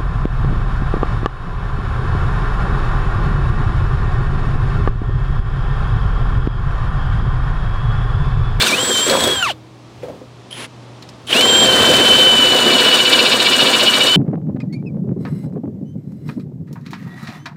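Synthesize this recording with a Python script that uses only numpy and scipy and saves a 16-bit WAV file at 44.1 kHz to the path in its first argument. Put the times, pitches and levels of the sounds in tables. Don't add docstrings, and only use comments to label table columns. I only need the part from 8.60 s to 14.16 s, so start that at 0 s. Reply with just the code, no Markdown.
import sys
import numpy as np
from scipy import signal
from scipy.fft import rfft, irfft, next_fast_len
from scipy.io import wavfile
from scipy.ndimage import map_coordinates

SR = 44100
rng = np.random.default_rng(int(sys.argv[2]) if len(sys.argv) > 2 else 0)


def field_ratio(decibels):
    return 10 ** (np.asarray(decibels, dtype=float) / 20)


def transcribe(signal):
    frames = np.atleast_2d(signal).T
    limited = np.clip(frames, -1, 1)
    pcm = np.round(limited * 32767).astype(np.int16)
    wavfile.write(sys.argv[1], SR, pcm)


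N = 245195
TIME = np.arange(N) / SR

RELEASE_S, BRAKE_S, STOP_S = .735, .826, 0.911
START_S, BITE_IN_S, DEEP_S = 2.72, 2.75, 3.055
COAST_HZ, COAST_DB, SPIN_UP_S, SPIN_GAP_HZ, SPIN_LOSS_DB = 310, 7, .043, 1250, 30
STOP_DB_PER_S, RISE_DB_PER_S = 902, 415
WHINE_ORDER, TEETH_PER_TURN, SNAG_AT_S = 2.37, 198, 4.508

# frequency in Hz, level in dB per Hz.
YARD_AIR = [(15, -60), (35, -34), (60, -19.5), (150, -14.5), (317, -15), (450, -18.5), (1190, -23.5),
            (1500, -30.5), (3500, -32), (6000, -38.5), (10000, -49.5), (16000, -74)]
# centre in seconds, level in dB, width in seconds.
RUMBLES = [(.1, -34.5, 0.32), (.75, -34, 0.18), (1.15, -57, 0.12), (1.5, -42.5, 0.16), (3.2, -29.5, 0.34),
           (3.7, -38, 0.33)]

# start in seconds, length in seconds, last switching tone in Hz,
# last buzz in dB, last grind in dB.
FEATHER = [
    (1.905, 0.1405, 9880, -41, -31),
    (2.667, 0.057, 9540, -17.5, -22),
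]
# centre in seconds, level in dB, width in seconds.
BRAKE_BUZZ = [
    (.912, -28, 0.0086),
]
# frequency in Hz, level in dB per Hz.
GRIND = [(88, -26.5), (150, -3), (297, -1.5), (448, -2.5), (905, -4.5), (2980, -2), (6020, -14.5),
         (10200, -17), (16000, -44.5)]

# start in seconds, level in dB, 60 dB decay in seconds.
THUDS = [(.285, -18.5, 0.18), (.468, -19, 0.076), (1.429, -29, 0.33), (1.48, -27.5, 0.22),
         (1.52, -35, 0.33), (1.605, -27, 0.085), (1.97, -46, 0.088)]
# start in seconds, peak in dB, pitch in Hz, 60 dB decay in seconds.
CLANKS = [(.012, -7.5, 3610, 0.072), (.022, -3.5, 4270, 0.052), (0.063, -12, 1494, .09),
          (.497, -5.5, 4110, 0.05), (.827, -14, 2840, .034), (2.809, -4, 4504, 0.025),
          (2.808, -9, 2280, 0.057)]
BONKS = [(.466, -12, 406, 0.099), (.509, -9, 520, 0.15), (0.529, -11, 516, 0.16), (.552, -2.5, 980, 0.015),
         (0.694, -12.5, 367, 0.087), (1.432, -19.5, 480, 0.2), (1.484, -25, 529, 0.19),
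         (1.982, -28, 230, 0.13)]
SNAPS = [
    (.605, -11.5, 3950, .04),
    (0.638, -8, 3630, 0.055),
    (0.674, -13, 3330, 0.044),
]
TICKS = [(1.425, -38, 2490, .1), (1.485, -45, 2500, .1), (1.908, -38, 6000, .03), (2.424, -29, 3740, 0.058),
         (2.489, -28.5, 4880, 0.041), (2.497, -38, 7500, .034), (2.668, -31, 7000, 0.032)]
AFTER_RING = [
    (0.93, -40, 320, 1.7),
]
FLICK = [
    (2.728, 0.77, 2830, 0.041),
]
STREAK = [
    (.058, -21, 3770, .15),
]
# smear as a share of pitch, crack from 0 to 1, glide in Hz per second.
KNOCK_KINDS = [
    (0.043, 0.48, 0),
    (.06, 0.06, 0),
    (0.052, 1, 0),
    (.25, .2, 0),
    (.02, 0, -2),
    (.02, 0.1, 50000),
    (.01, .05, -24000),
]

# frequency in Hz, width in Hz, level in dB.
PANEL = [(100, 26, -16.5), (144, 28, -10), (231.3, 44.5, -2.5), (289.5, 45.4, -3), (365.4, 37, -0.5),
         (480, 77, -1.5), (515.6, 25, 3.5), (588, 75, -4), (726, 280, -8)]
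# frequency in Hz, width in Hz, level in dB.
SHANK = [(989, 114, 3), (1622, 510, 1)]
# frequency in Hz, width in Hz, level in dB.
SHEET = [(2320, 43, -0.5), (2626, 60, -2.5), (2763, 115, -5.5), (3015, 102, -3), (3320, 43, -3.5),
         (3480, 29, -8.5), (3562, 39, 0), (3765, 66, -1), (4110, 54, -2.5), (4390, 93, -5.5),
         (4826, 150, -11.5), (5420, 140, -16)]
# frequency in Hz, level in dB per Hz.
HISS = [(2940, -30), (5000, 0.5), (5250, -1.5), (6100, 1), (6380, -2), (8330, 2), (11300, -12.5),
        (15100, -11.5), (16000, -26)]
# centre in seconds, level in dB, width in seconds.
SPRAYS = [
    (.08, -33, 0.049),
    (.36, -35.5, 0.08),
    (2.78, -35.5, 0.014),
]
# time in seconds, feed in dB, edge chatter in dB.
FEED_REAMING = [(0, -20, -14.5), (.08, -22, -16.5), (.18, -24.5, -31), (.276, -24, -33), (.29, -23, -31),
                (.46, -24.5, -26), (.47, -16.5, -24), (.68, -17, -28.5), (.82, -37, -30.5)]
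# time in seconds, feed in dB, edge chatter in dB.
FEED_BORING = [(2.75, -16, -16), (2.79, -17.5, -23), (2.86, -16.5, -23.5), (3.3, -13, -20),
               (3.8, -18, -20.5), (4.2, -15, -17), (4.4, -19, -16.5), (5.05, -17, -18),
               (5.56, -20.5, -18.5)]
# time in seconds, share from 0 to 1.
SNAG = [(2.8, 0), (2.87, .25), (3.8, .15), (4.1, .33), (4.35, .45), (4.45, .7), (5.1, .75), (5.45, .7),
        (5.52, .2)]

# time in seconds, gear mesh in Hz, mesh level in dB.
REAMING = [(0, 3490, -20), (.045, 3400, -26), (.098, 2300, -15), (.125, 2280, -14.5), (.2, 3130, -16.5),
           (0.259, 3290, -19.5), (.385, 3080, -18.5), (0.501, 3310, -25), (.735, 3320, -19)]
# time in seconds, gear mesh in Hz, mesh level in dB.
BORING = [(2.95, 3165, -12), (3.035, 3165, -12), (3.11, 3060, -12.5), (3.65, 3040, -10), (3.9, 2970, -13.5),
          (4.3, 2950, -15), (4.9, 2903, -17), (5.45, 2922, -17), (5.56, 3060, -11)]
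# frequency in Hz, level in dB.
HOUSING = [(5400, -28), (6000, -17), (6550, -28), (6870, -28.5), (7300, -26), (7500, -21.5), (7800, -25),
           (8200, -54)]
# centre in seconds, level in dB, width in seconds.
BRAKE_STRAIN = [
    (.845, -19, .02),
    (.895, -21.5, 0.016),
]
# centre in seconds, loss in dB, width in seconds.
SLIPS = [(.112, 16, .014), (.05, 10, 0.027), (.168, 18, 0.01), (.265, 9.5, 0.039), (.865, 8, 0.0067),
         (3.3, 3.5, 0.17), (4.8, 8, 0.089), (5.08, 5, 0.041)]
# centre in seconds, loss in dB, width in seconds.
WHINE_GAPS = [(.03, 30, .035), (.103, 16, 0.0052), (.155, 22, 0.035), (.75, 10, 0.044), (2.78, 12, 0.035)]


def unit(x):
    return x / np.sqrt(np.mean(x ** 2) + 1e-20)


def curves(rows):
    s, *cols = np.transpose(rows)
    return np.array([np.interp(TIME, s, c) for c in cols])


def wobble(rate):
    knots = rng.standard_normal(int(N * rate / SR) + 4)
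    return map_coordinates(knots, [np.arange(N) * rate / SR])


def swells(rows):
    bells = sum(field_ratio(db) * np.exp(-((TIME - s) / width) ** 2) for s, db, width in rows)
    return 20 * np.log10(bells + 1e-5)


def dips(rows):
    return sum(db * np.exp(-((TIME - s) / width) ** 2) for s, db, width in rows)


def filtered(x, response):
    m = next_fast_len(N + SR // 4)
    return irfft(rfft(x, m) * response(np.fft.rfftfreq(m, 1 / SR)), m)[:N]


def modes(table):
    return lambda f: sum((-1) ** k * field_ratio(db) * 1j * f * w / (c * c - f * f + 1j * f * w)
                         for k, (c, w, db) in enumerate(table))


def colour(points):
    hz, db = np.transpose(points)
    return lambda f: field_ratio(np.interp(np.log(f + 1), np.log(hz), db))


def chips(rate, depth_db):
    return field_ratio(depth_db * wobble(rate)) * rng.standard_normal(N)


def coasting():
    return np.clip((TIME - RELEASE_S) / (BRAKE_S - RELEASE_S), 0, 1)


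def yard():
    recovered = 1 - np.exp(-np.clip(TIME - STOP_S, 0, 9) / 0.35)
    air_db = -47 + 5.5 * recovered + 0.94 * wobble(5.93)
    air = field_ratio(air_db) * unit(filtered(rng.standard_normal(N), colour(YARD_AIR)))
    hum = field_ratio(-39.5 + 1.5 * wobble(15)) * np.sin(2 * np.pi * 120.7 * TIME + .4 * wobble(15))
    rumble = unit(filtered(rng.standard_normal(N), modes([(59.3, 32, 1.2), (107, 94, 2.7)])))
    rumble_db = swells(RUMBLES + [(3, -56, 9)])
    return air + hum + field_ratio(rumble_db) * rumble


def feather():
    first_hz, held_hz, settle_s = 10050, 9900, .025
    first_buzz_db, first_grind_db = -34.5, -46.5
    hz, gate, buzz_db, grind_db = np.zeros((4, N))
    for s, length, last_hz, last_buzz_db, last_grind_db in FEATHER:
        since = TIME - s
        u = since / length
        on = (u > 0) & (u < 1.2)
        settling = (first_hz - held_hz) * np.exp(-np.abs(since) / settle_s)
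        hz[on] = (held_hz + settling + (last_hz - held_hz) * u ** 2)[on]
        gate[on] = np.clip(np.minimum(since / 0.0062, (length - since) / 0.026 + 1), 0, 1)[on]
        buzz_db[on] = (first_buzz_db + (last_buzz_db - first_buzz_db) * u)[on]
        grind_db[on] = (first_grind_db + (last_grind_db - first_grind_db) * np.clip(1.47 * u, 0, 1))[on]
    turn = 2 * np.pi * np.cumsum(hz) / SR
    mirror = sum(np.sin(2 * np.pi * fold_hz * TIME - turn) for fold_hz in (20230, 20330))
    tone = field_ratio(-41 + 1.6 * wobble(54)) * (np.sin(turn + .5 * wobble(150)) + field_ratio(-11) * mirror)
    buzz = unit(filtered(chips(250, 2.8), modes([(3130, 180, 6.0), (9300, 920, -32.0)])))
    grind = unit(filtered(chips(150, 0.89), colour(GRIND)))
    buzz_gain = gate * field_ratio(buzz_db) + field_ratio(swells(BRAKE_BUZZ))
    return gate * (tone + field_ratio(grind_db) * grind) + buzz_gain * buzz


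def thuds():
    blows, t = np.zeros(N + SR), np.arange(SR // 2) / SR
    for s, db, t60 in THUDS:
        fade = field_ratio(db + 21.5 - 60 * t / t60) * (1 - np.exp(-t / 0.0039))
        blows[round(s * SR):][:len(t)] += fade * rng.standard_normal(len(t))
    return filtered(blows[:N], lambda f: modes(PANEL)(f) / (1 + 1j * f / 900) ** 2)


def knocks():
    out, t = np.zeros(N + SR), np.arange(SR // 2) / SR
    groups = (CLANKS, BONKS, SNAPS, TICKS, AFTER_RING, FLICK, STREAK)
    for group, (smear, crack, glide) in zip(groups, KNOCK_KINDS):
        for s, db, hz, t60 in group:
            fade = field_ratio(db - 60 * t / t60) * (1 - np.exp(-t / 0.00027))
            noise = rng.standard_normal((2, len(t)))
            drift = np.cumsum(noise[0]) * np.sqrt(2 * np.pi * abs(smear) * hz / SR)
            ring = np.sin(2 * np.pi * (hz + glide * t / 2) * t + drift)
            out[round(s * SR):][:len(t)] += fade * (ring + crack * noise[1])
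    return filtered(out[:N], lambda f: 1 / (1 + 1j * f / 9000) ** 2)


def effort():
    lifted = [(STOP_S, *FEED_REAMING[-1][1:])]
    feed_db, chatter_db = curves(FEED_REAMING + lifted + FEED_BORING)
    fall_db = STOP_DB_PER_S * np.clip(TIME - STOP_S, 0, 1)
    rise_db = RISE_DB_PER_S * np.clip(BITE_IN_S - TIME, 0, 1)
    idle_db = np.minimum(fall_db, rise_db)
    scrape_db = -10 + 0.33 * feed_db + 0.29 * chatter_db
    steady_hiss_db = -23 + 0.34 * feed_db + 0.058 * chatter_db - 4.5 * coasting() * (TIME < 1)
    hiss_db = 20 * np.log10(field_ratio(steady_hiss_db) + field_ratio(swells(SPRAYS)))
    return np.array([feed_db, scrape_db, chatter_db, hiss_db]) - idle_db


def bites(chuck):
    push = np.zeros(N)
    at = np.flatnonzero((np.diff(np.floor(chuck)) > 0) & (TIME[1:] > BITE_IN_S))
    for i, share, chance in zip(at, curves(SNAG)[0][at], rng.standard_normal(len(at))):
        u = np.clip((TIME - TIME[i] + 0.0096) / 0.053, 0, 9)
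        bite_db = -23.5 + 8.5 * share + 0.5 * (1 - share) * chance
        push += field_ratio(bite_db) * (1 - np.exp(-u * 9)) * np.exp(-u ** 3)
    return push


def sheet_ring(ring_db, push, load):
    grit = chips(160, 2.0)
    scale = np.sqrt(np.mean(filtered(grit, modes(SHEET)) ** 2))
    swing_db = 14 * np.roll(load, 850)
    drive = field_ratio(ring_db - 2 + swing_db) + field_ratio(-5) * push
    return filtered(drive * grit, modes(SHEET)) / scale


def cut(push, load):
    boom_db, scrape_db, ring_db, hiss_db = effort()
    hand = wobble(28)
    boom = field_ratio(boom_db - 2.3 + 0.53 * hand) * unit(filtered(chips(80, 2.3), modes(PANEL)))
    scrape = field_ratio(scrape_db - 0.37 + 0.92 * hand) * unit(filtered(chips(90, 1.63), modes(SHANK)))
    ring = sheet_ring(ring_db + .6 * hand, push, load)
    hiss_db = hiss_db + 6.5 + 6.2 * np.roll(load, -600) + 0.84 * hand
    hiss_colour = colour([(1500, -27), (3500, 8)] + HISS[1:])
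    hiss = field_ratio(hiss_db) * unit(filtered(chips(200, 1.6), hiss_colour))
    return boom + scrape + ring + hiss


def shaft():
    rest = [(1.5, *REAMING[-1][1:]), (1.6, *BORING[0][1:])]
    hz, mesh_db = curves(REAMING + rest + BORING)
    late = TIME > START_S
    braking = (TIME > BRAKE_S) & (TIME < START_S)
    coast = coasting() * ~late
    lag = np.exp(-np.abs(TIME - START_S) / SPIN_UP_S) * late
    hz += -COAST_HZ * coast - SPIN_GAP_HZ * lag
    mesh_db += -COAST_DB * coast - SPIN_LOSS_DB * lag ** 2
    half_db = mesh_db - 21 + 17 * coast ** 0.25

    since = (TIME - BRAKE_S)[braking]
    slowed = np.clip(since / .094, 0, 1) ** 1.3
    hz[braking] = 1030 + (2950 - 1030) * (1 - slowed)
    stopped_db = STOP_DB_PER_S * np.clip(since + BRAKE_S - STOP_S, 0, 1)
    mesh_db[braking] = -14 - 230 * since - stopped_db
    half_db[braking] = -18 - 130 * since - stopped_db

    whine_db = np.interp(WHINE_ORDER * hz, *np.transpose(HOUSING)) - SPIN_LOSS_DB * lag
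    whine_db -= dips(WHINE_GAPS) + 8 * np.clip((TIME - DEEP_S) * 50, 0, 1)
    whine_db[braking] -= 700 * since
    chuck = np.cumsum(hz) / SR / TEETH_PER_TURN
    return hz, mesh_db - dips(SLIPS), whine_db, half_db, chuck - chuck[round(SNAG_AT_S * SR)]


def motor(hz, mesh_db, whine_db, half_db, load):
    turn = 2 * np.pi * np.cumsum(hz * (1 - .05 * load + .002 * wobble(60))) / SR
    drag = np.clip(load, 0, 1)
    contact_db = -6 * load - 65 * drag ** 2 + 5.5 * curves(SNAG)[0] ** 2 * wobble(55)
    mesh_gain = field_ratio(mesh_db + contact_db + (1.8 + 4 * drag) * wobble(70))
    mesh = mesh_gain * np.sin(turn + (.3 + 1.2 * drag) * wobble(110))
    mesh += field_ratio(mesh_db - 38 + 3 * wobble(30)) * np.sin(4 * turn)
    winding = np.sin(WHINE_ORDER * turn) + field_ratio(-23) * np.sin(2 * WHINE_ORDER * turn)
    whine = field_ratio(whine_db + 2 * wobble(45)) * winding
    half = field_ratio(half_db + 2.7 * wobble(60)) * np.sin(turn / 2 + 1.0 * wobble(90))
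    quarter_db = np.minimum(half_db - 5, -36) + 3.5 * wobble(40)
    half += field_ratio(quarter_db) * np.sin(turn / 4 + 0.28 * wobble(60))
    orders = sum(field_ratio(3 * wobble(70)) * np.sin(k * turn + .3 * wobble(200)) for k in (1.5, 2, 2.5, 3, 3.5, 4))
    strain = filtered(field_ratio(swells(BRAKE_STRAIN)) * orders, modes([(2880, 280, 7.5), (6040, 3100, -38)]))
    return np.sqrt(2) * (mesh + whine + half) + strain


def scene():
    *tones, chuck = shaft()
    snag_shape = np.cos(2 * np.pi * chuck) + np.cos(4 * np.pi * chuck) / 5
    load = curves(SNAG)[0] * snag_shape / 2
    drill = cut(bites(chuck), load) + motor(*tones, load)
    return (yard() + feather() + thuds() + knocks() + drill)[None]


def top_cut(x):
    return signal.sosfilt(signal.butter(12, 17020, fs=SR, output="sos"), x)


def record(dry):
    x = filtered(dry[0], lambda hz: (1j * hz / (1j * hz + 45)) ** 2)
    x = x / (1 + np.abs(x / .99) ** 6) ** (1 / 6)
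    mix = filtered(x, lambda hz: hz < 15830)[None]
    return top_cut(mix)


dry = scene()
out = record(dry)
transcribe(out)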